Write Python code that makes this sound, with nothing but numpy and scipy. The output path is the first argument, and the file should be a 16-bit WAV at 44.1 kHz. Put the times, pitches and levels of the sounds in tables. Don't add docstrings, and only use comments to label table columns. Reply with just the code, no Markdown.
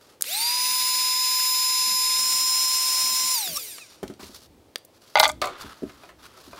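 import sys
import numpy as np
from scipy import signal
from scipy.fft import rfft, irfft
from scipy.io import wavfile
from scipy.ndimage import uniform_filter1d, minimum_filter1d

SR = 44100
rng = np.random.default_rng(int(sys.argv[2]) if len(sys.argv) > 2 else 0)


def inscribe(sig):
    pcm = np.round(np.clip(np.atleast_2d(sig).T, -1, 1) * 32767)
    wavfile.write(sys.argv[1], SR, pcm.astype(np.int16))


N = 290619
TIME = np.arange(N) / SR
EDGE_HZ = 15850
SWITCH_ON, SWITCH_OFF, STEP = .2148, 3.338, 2.18


def amp(db):
    return 10 ** (np.asarray(db) / 20)


def unit(x):
    return x / np.sqrt(np.mean(x ** 2) + 1e-20)


def level(rows, order=1, fade=0.036):
    rows = np.asarray(rows)
    s = rows[:, 0]
    inside = np.clip(np.minimum(TIME - s[0], s[-1] - TIME) / fade + 1, 0, 1)
    return inside * amp(np.interp(TIME, s, rows[:, order]))


def noise(points, order=1, band=(0, SR)):
    points = np.asarray(points)
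    hz = np.fft.rfftfreq(N, 1 / SR)
    curve = np.interp(np.log(hz + 1), np.log(points[:, 0]), points[:, order])
    spectrum = rfft(rng.standard_normal(N)) * amp(curve)
    in_band = (hz >= band[0]) * (hz <= band[1])
    return irfft(spectrum, N) / np.std(irfft(spectrum * in_band, N))


def wander(rate):
    knots = rng.standard_normal(8192)
    return unit(np.interp(TIME * rate, np.arange(len(knots)), knots))


def swells(rows, attack, release, order=2):
    power = np.zeros(N)
    for row in rows:
        t = TIME - row[0]
        rise = np.clip(t / attack, 0, 1)
        fall = np.exp(-np.maximum(t - row[1], 0) / release)
        power += (amp(row[order]) * rise * fall) ** 2
    return np.sqrt(power)


def add(mix, s, sound):
    part = mix[round(s * SR):][:len(sound)]
    part += sound[:len(part)]


def low_cut(x, hz):
    return signal.sosfilt(signal.butter(3, hz, "high", fs=SR, output="sos"), x)


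def strike(blows, modes, rise=.0003, octaves=1., spread_db=2, detune=.01, count=3):
    size = 12288
    t = np.arange(size) / SR
    f = np.fft.rfftfreq(size, 1 / SR) + 1
    hz, db, t60 = np.repeat(np.transpose(modes), count, axis=1)[:, :, None]
    decay = amp(db) * np.exp(-np.log(1000) * t / t60)
    out = np.zeros(N)
    for s, ring_db, crack_db, crack_hz, crack_t60 in blows:
        spot, shift, sign = rng.standard_normal((3, len(hz), 1))
        strength = np.sign(sign) * amp(spread_db * spot)
        ring = (strength * decay * np.sin(2 * np.pi * hz * (1 + detune * shift) * t)).sum(0)
        ring *= np.sqrt(np.sum(decay ** 2) / (2 * count) / np.sum(ring ** 2))
        colour = 1 / (1 + (np.log2(f / crack_hz) / octaves) ** 2)
        bass_cut = f / np.hypot(f, crack_hz / 4)
        crack = unit(irfft(rfft(rng.standard_normal(size)) * colour * bass_cut))
        crack *= np.exp(-np.log(1000) * t / crack_t60)
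        onset = 1 - np.exp(-t / rise)
        add(out, s, (amp(ring_db) * ring + amp(crack_db) * crack) * onset)
    return out


def room(x):
    # frequency in Hz, time to fade by 60 dB in seconds.
    fading = [(100, 0.15), (500, 0.2), (1200, 0.28), (4000, 0.26), (8000, 0.28), (16000, 0.13)]
    taps = rng.choice([-1., 1.], SR) * (rng.random(SR) < .1) * (np.arange(SR) > .004 * SR)
    hz, t, z = signal.stft(taps, SR, nperseg=256)
    f, t60 = np.transpose(fading)
    decay = amp(-60 * t / np.interp(hz, f, t60)[:, None])
    tail = signal.istft(z * decay, SR, nperseg=256)[1]
    return signal.fftconvolve(x, tail / np.linalg.norm(tail))[:N]


def background(db=-58.5):
    # frequency in Hz, relative level in dB.
    quiet = [(25, -20), (60, -7), (105, 1.5), (200, -3.5), (330, 2), (520, 1.5), (800, -4.5), (1500, -14.5),
             (4500, -16), (7000, -21), (16000, -25)]
    return amp(db) * noise(quiet)


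def rumble():
    # start in seconds, length in seconds, level in dB.
    shifts = [(3.5, .07, -57), (4.02, 0.063, -45), (4.21, 0.078, -54), (4.33, 0.36, -60),
              (4.48, 0.085, -59), (5.16, 0.29, -47), (5.62, 0.027, -45), (5.82, 0.04, -46),
              (5.92, 0.7, -62), (6.46, 0.043, -54)]
    thud = noise([(25, -31), (45, -17), (66, -5.5), (95, -10), (170, -19.0), (300, -9),
                  (500, -35), (1200, -53.5)])
    return swells(shifts, attack=0.028, release=0.047) * thud


def knock_bumps():
    # frequency in Hz, relative level in dB, time to fade by 60 dB in seconds.
    wood = [(65.5, -20, 0.39), (154, -2, 0.12), (210, 5, 0.14), (285, 8, 0.1), (381, 12, 0.06),
            (446, 5, 0.051), (637, 1.5, 0.064)]
    # time in seconds, ring level in dB, crack level in dB, crack centre in Hz,
    # time for the crack to fade by 60 dB in seconds.
    blows = [(4.029, -35.5, -25.5, 650, 0.05), (4.078, -65, -30.5, 3800, 0.018),
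             (4.098, -41, -38, 420, 0.077), (4.138, -60, -34, 4000, 0.0084), (4.194, -53, -42, 900, 0.22),
             (4.229, -49, -39.5, 2500, 0.067), (4.295, -53.5, -58, 500, .05), (5.64, -50, -62, 1000, .04),
             (5.821, -41, -58, 400, .03), (5.831, -32.5, -37, 378, 0.045), (6.475, -54, -55, 500, .04)]
    return strike(blows, wood, rise=0.0017, octaves=0.81, spread_db=-0.5, detune=0.026, count=1)


def set_down_rattle():
    # frequency in Hz, relative level in dB, time to fade by 60 dB in seconds.
    shelf = [(376, -6.5, 0.27), (559, -11, 0.39), (708, 3.5, 0.1), (850, -20, 0.057), (1037, -0.5, 0.085),
             (1200, 9.5, 0.03), (1420, -2, 0.078), (2100, -21, 0.092), (2364, -3, 0.075), (2770, -30, 0.15),
             (3350, -25, 0.084), (3800, -10, 0.081), (4600, -14, 0.083), (5560, -25, .06)]
    # time in seconds, ring level in dB, crack level in dB, crack centre in Hz,
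    # time for the crack to fade by 60 dB in seconds.
    blows = [(5.416, -28, -19.5, 3500, 0.027), (5.4225, -28, -27, 1810, 0.058),
             (5.441, -29, -29, 2500, 0.044), (5.4555, -34, -32.5, 7060, 0.029),
             (5.471, -33, -31, 3500, .025), (5.894, -54, -42, 1690, 0.054),
             (6.034, -47.5, -47, 2000, 0.044), (6.09, -53, -45.5, 1600, 0.12),
             (6.375, -52, -54, 2000, 0.023), (6.531, -42.5, -47, 1300, 0.027)]
    return low_cut(strike(blows, shelf, rise=0.00055, octaves=0.83, detune=0.0706), hz=302)


def plastic_clicks():
    # frequency in Hz, relative level in dB, time to fade by 60 dB in seconds.
    shell = [(523, -5, 0.014), (845, -4, 0.012), (1240, -10, 0.02), (1600, 1, 0.012), (2190, -1.5, 0.007),
             (3700, -4, .016), (4630, -1, .015), (6560, -9, .011), (9900, -15.5, 0.012)]
    # time in seconds, ring level in dB, crack level in dB, crack centre in Hz,
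    # time for the crack to fade by 60 dB in seconds.
    blows = [(.2098, -35, -26.5, 7850, 0.025), (.2224, -34, -4.5, 9200, 0.0058),
             (.241, -37, -27, 2500, 0.016), (3.476, -31, -32, 4500, 0.039), (3.562, -42, -28, 6300, 0.047),
             (3.57, -51, -22, 6550, 0.034), (3.782, -45, -35.5, 1730, 0.037),
             (4.7578, -24.5, -18, 3060, 0.01), (4.781, -63, -43, 13000, .02),
             (4.8495, -69, -43, 11000, 0.027)]
    return low_cut(strike(blows, shell, rise=.0001, octaves=0.99, detune=0.043), hz=300)


def tool_clatter():
    # frequency in Hz, relative level in dB, time to fade by 60 dB in seconds.
    bed = [(618, 3, 0.089), (846, 12, 0.021), (950, -1.5, 0.032), (1203, -5, 0.088), (1450, -4.5, 0.047),
           (1568, -16, 0.09), (2090, -0.5, 0.049), (2325, -10, 0.072), (2900, -23, 0.036),
           (3480, -1, 0.033), (3890, -3.5, 0.018), (4410, -15, 0.059), (4640, -6, 0.028),
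           (6320, -19.5, 0.039)]
    # time in seconds, ring level in dB, crack level in dB, crack centre in Hz,
    # time for the crack to fade by 60 dB in seconds.
    blows = [(5.1555, -15.5, -15, 2420, 0.009), (5.169, -21, -27, 2500, 0.046),
             (5.174, -19, -21, 3000, 0.019), (5.186, -24, -21, 2000, 0.021),
             (5.1945, -42, -19, 11500, 0.031), (5.1985, -14, 2.5, 4070, 0.015),
             (5.2025, -31, -20, 7000, .012), (5.2095, -24, -24, 11600, 0.045),
             (5.227, -28, -27, 4000, 0.025), (5.2305, -18, -15.5, 4000, 0.037),
             (5.2365, -21.5, -13.5, 4450, 0.018), (5.243, -21, -16, 4040, 0.041),
             (5.254, -19.5, -21, 3370, 0.056), (5.265, -29, -39, 10000, 0.018),
             (5.278, -45, -23, 7240, 0.026), (5.2855, -42, -34, 10000, 0.017),
             (5.291, -31, -29, 6830, 0.058), (5.297, -30, -41, 1800, 0.012),
             (5.3165, -68, -27.5, 7800, 0.0085)]
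    return low_cut(strike(blows, bed, rise=0.000069, octaves=0.46, detune=0.017), hz=540)


def handling(grain_db=2.0, attack=0.014, release=0.0067):
    # start in seconds, length in seconds, scuffing level in dB,
    # swishing level in dB.
    strokes = [(0, 0.15, -60.5, -59.5), (3.89, 0.067, -60, -56.5), (3.96, 0.058, -68, -75),
               (4.19, 0.09, -63, -48), (4.26, 0.2, -62.5, -54), (4.335, 0.032, -54, -43.5),
               (4.93, 0.048, -67, -62), (5.005, 0.15, -61, -57.5), (5.47, .1, -45, -66),
               (5.57, 0.16, -45.5, -52.5), (5.6, 0.022, -49, -42), (5.73, 0.356, -56.5, -60),
               (6.18, 0.42, -55.5, -60), (6.22, 0.048, -50.5, -53.5), (6.36, .23, -67, -56.5),
               (6.565, .03, -47, -62)]
    # frequency in Hz, relative level in dB.
    scuff_colour = [(300, -4.5), (700, -3), (1250, 7.5), (2200, -4.5), (3500, -2.5), (6000, -17.5),
                    (16000, -40.5)]
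    # frequency in Hz, relative level in dB.
    swish_colour = [(1500, -19), (3200, -6.5), (4500, 1), (6000, -4.5), (8000, -9.5), (11000, -9),
                    (16000, -16)]
    scuff = swells(strokes, attack, release, order=2) * noise(scuff_colour)
    swish = swells(strokes, attack, release, order=3) * noise(swish_colour)
    catches = unit(amp(grain_db * wander(250)))
    return catches * (scuff + swish)


def squeak(overtone_db=-16, shrill_hz=5480, shrill_db=-28, start=3.558, end=3.574):
    # time in seconds, pitch in Hz, level in dB.
    glide = [(3.552, 1090, -51), (3.562, 1165, -41), (3.579, 1170, -30), (3.584, 1340, -38),
             (3.597, 1300, -58)]
    s, hz, _ = np.transpose(glide)
    phase = 2 * np.pi * np.cumsum(np.interp(TIME, s, hz)) / SR
    tone = level(glide, order=2) * (np.sin(phase) + amp(overtone_db) * np.sin(2 * phase))
    rough_hz = shrill_hz * (1 + 0.016 * wander(740))
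    shrill = np.sin(2 * np.pi * np.cumsum(rough_hz) / SR)
    return tone + shrill * level([(start, shrill_db), (end, shrill_db)], fade=0.0053)


def hum(hz=250, db=-65):
    return amp(db) * np.sin(2 * np.pi * hz * TIME) * level([(SWITCH_ON, 0), (SWITCH_OFF, 0)])


def stepped():
    return np.clip((TIME - STEP) / .01 + .5, 0, 1)


def surge(seconds):
    return np.exp(-np.maximum(TIME - SWITCH_ON, 0) / seconds)


def full_rate(warm_hz=1024.8, cold_sag_hz=22, warm_up_s=1.4, step_hz=5.3):
    return warm_hz - cold_sag_hz * np.exp(-TIME / warm_up_s) + step_hz * stepped()


def speed(spin_up_s=.0852, coast_s=.415, friction_hz_per_s=235):
    friction = friction_hz_per_s * coast_s / full_rate()
    coast = np.exp(-np.maximum(TIME - SWITCH_OFF, 0) / coast_s)
    return np.maximum((1 - surge(spin_up_s) + friction) * coast - friction, 0)


def brushes(db=-42, power=1.2, settled_db=-15, slip=0.087, stall=0.26):
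    share = speed()
    settled = np.clip(1 - (1 - share) / slip, 0, 1)
    turning = 1 - np.exp(-(share / stall) ** 4)
    return amp(db + settled_db * settled) * share ** power * turning


def brush_hiss(db=1):
    colour = [(2000, -40), (8000, -22), (11500, -12), (14300, 0), (16000, -2)]  # Hz, dB
    return amp(db) * brushes() * noise(colour)


def air(rush_db=-36.0, step_db=-1.24, power=1.57, surge_db=6, surge_s=0.31, gust_db=1.0, dull_hz=4000,
        brightening=3.9):
    # frequency in Hz, relative level before the step in dB, after it in dB.
    colour = [(60, -57, -48), (295, -32, -23.5), (770, -21.5, -14), (1250, -20, -14.5), (1770, -12.5, -10),
              (1745, -21, -16.5), (2040, -8, -6.5), (2640, -5, -3.5), (3260, -14.5, -8), (3570, -2.5, -2.5),
              (5360, -5.5, 0), (5710, -4.5, 7), (6220, -11, -6.5), (7046, -6.5, 3), (7730, -18, -11),
              (8140, -9, -2), (8440, -10.5, 0), (9630, -3.5, 0), (10020, -12, -3.5), (11800, -12, -5),
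              (14100, -13.5, -10), (15700, -42, -12)]
    # start in seconds, length in seconds, level in dB.
    buffets = [(.58, .14, -61), (1.47, .03, -71), (1.85, .1, -52), (2.16, .29, -58), (3.02, 0.12, -55.5),
               (3.2, .07, -52), (3.46, 0.062, -48.5)]
    band = (2000, 3900)  # Hz, where the rush is levelled
    after, share = stepped(), speed()
    rush_before = (1 - after) * noise(colour, order=1, band=band)
    rush_after = after * amp(step_db) * noise(colour, order=2, band=band)
    rush = rush_before + rush_after
    dull = signal.sosfilt(signal.butter(1, min(dull_hz, SR / 3), fs=SR, output="sos"), rush)
    rush = dull + (rush - dull) * share ** brightening
    gain = amp(rush_db + surge_db * surge(surge_s) + gust_db * wander(60)) * share ** power
    flutter = noise([(50, -24), (110, -19), (170, 6), (240, 6.0), (380, -1.5), (650, -7), (2000, -38)])
    return gain * rush + swells(buffets, attack=0.012, release=0.017) * flutter


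def housing(hz, base_db=-7, low_hz=2700):
    # frequency in Hz, width in Hz,
    # relative level in dB.
    resonances = [(3850, 530, 5.5), (4750, 190, 10), (5840, 110, 7), (7020, 310, 7), (8430, 370, 8.5),
                  (9000, 350, 6), (11400, 730, 9.5), (13500, 1600, 6), (15200, 1200, 6)]
    peaks = sum(amp(db) ** 2 / (1 + (2 * (hz - f) / width) ** 2) for f, width, db in resonances)
    ripple = abs(1 + .4 * np.exp(2j * np.pi * hz * .0008) + .35 * np.exp(2j * np.pi * hz * .00198))
    return ripple * np.sqrt(amp(base_db) ** 2 + peaks) / (1 + (low_hz / hz) ** 2)


def nozzle_ring(hz, ring_hz=2520, width_hz=170, db=-43):
    return amp(db) / (1 + (2 * (hz - ring_hz) / width_hz) ** 2)


def motor(jitter=0.00034, drift_db=1.66, flutter=0.099, main_flutter=0.01, between_db=-10,
          blade_db=-35.0, blade_step_db=-1.5, blade_power=2.9, whine_power=2.54, overtone_power=4.2,
          top_multiple=38.0, strain_db=7, strain_s=0.21):
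    # time in seconds,
    # relative level of the 5th multiple in dB, of the 7th in dB, of the 10th in dB.
    whine = [(0.65, -29.5, -39.0, -33), (0.9, -27, -33.5, -35.5), (1.18, -25.5, -33.5, -41.5),
             (1.5, -25.5, -31.5, -34.5), (2.1, -25.0, -31, -34), (2.3, -26.0, -30, -42),
             (2.55, -24.5, -30, -40), (2.85, -26.5, -33.5, -45), (3.05, -26, -32.5, -47),
             (3.22, -29.0, -31.0, -47.5), (3.29, -29.5, -30.5, -33)]
    # multiple of the blade rate,
    # relative level before the step in dB, after it in dB.
    overtone_rows = [(2, -54, -54), (3, -55, -52.5), (4, -41.5, -42.5), (6, -40, -43), (8, -45, -43.5),
                     (9, -60, -55), (11, -43, -43.5), (12, -40, -51), (13, -43, -42), (14, -46, -45.5),
                     (15, -39, -42)]
    share, full_hz, buzz, after = speed(), full_rate(), brushes(), stepped()
    hz = full_hz * share * (1 + jitter * wander(250))
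    phase = 2 * np.pi * np.cumsum(hz) / SR
    strain = amp(strain_db * surge(strain_s))
    s, *levels = np.transpose(whine)
    strong = {}
    for k, db in zip((5, 7, 10), levels):
        strong[k] = strain * share ** whine_power * amp(np.interp(TIME, s, db))
    strong[1] = amp(blade_db + blade_step_db * after) * share ** blade_power
    strong[10] = strong[10] + nozzle_ring(10 * hz)
    weak = {round(k): (early, late) for k, early, late in overtone_rows}
    overtones = strain * share ** overtone_power
    out = np.zeros(N)
    for k in range(1, 61):
        on = np.flatnonzero((k * hz < EDGE_HZ) & (share > 0))
        between = k % 5 > 0
        shell = housing(k * hz[on])
        glide = 1
        if 1 < k <= max(weak):
            glide = (shell / housing(k * full_hz[on])) ** share[on]
        gain = buzz[on] * amp(between_db * between) * shell / (1 + (k / top_multiple) ** 6)
        if k in strong:
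            gain = np.maximum(gain, glide * strong[k][on]) * (1 + main_flutter * wander(200)[on])
        else:
            if k in weak:
                weak_level = amp(np.interp(after[on], [0, 1], weak[k]))
                gain = np.maximum(gain, glide * overtones[on] * weak_level)
            gain = gain * amp(drift_db * wander(6.07)[on]) * (1 + flutter * wander(220)[on])
        out[on] += gain * np.sin(k * phase[on] + rng.uniform(0, 2 * np.pi))
    return np.sqrt(2) * out


def scene():
    clatter, set_down = tool_clatter(), set_down_rattle()
    bumps, clicks = knock_bumps(), plastic_clicks()
    echo = room(amp(-25) * clatter + amp(-9) * set_down + amp(-8.5) * bumps + amp(-21.0) * clicks)
    gun = motor() + air() + brush_hiss() + hum()
    moves = squeak() + handling() + rumble()
    knocks = clatter + set_down + bumps + clicks
    return np.tile(gun + moves + knocks + echo + background(), (2, 1))


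def record(dry):
    room_left = .95 / np.maximum(abs(dry).max(0), .95)
    gain = uniform_filter1d(minimum_filter1d(room_left, size=90), size=90)
    edge = signal.firwin(511, EDGE_HZ, window=("kaiser", 8), fs=SR)
    return signal.oaconvolve(dry * gain, edge[None], "same", axes=1)


dry = scene()
out = record(dry)
inscribe(out)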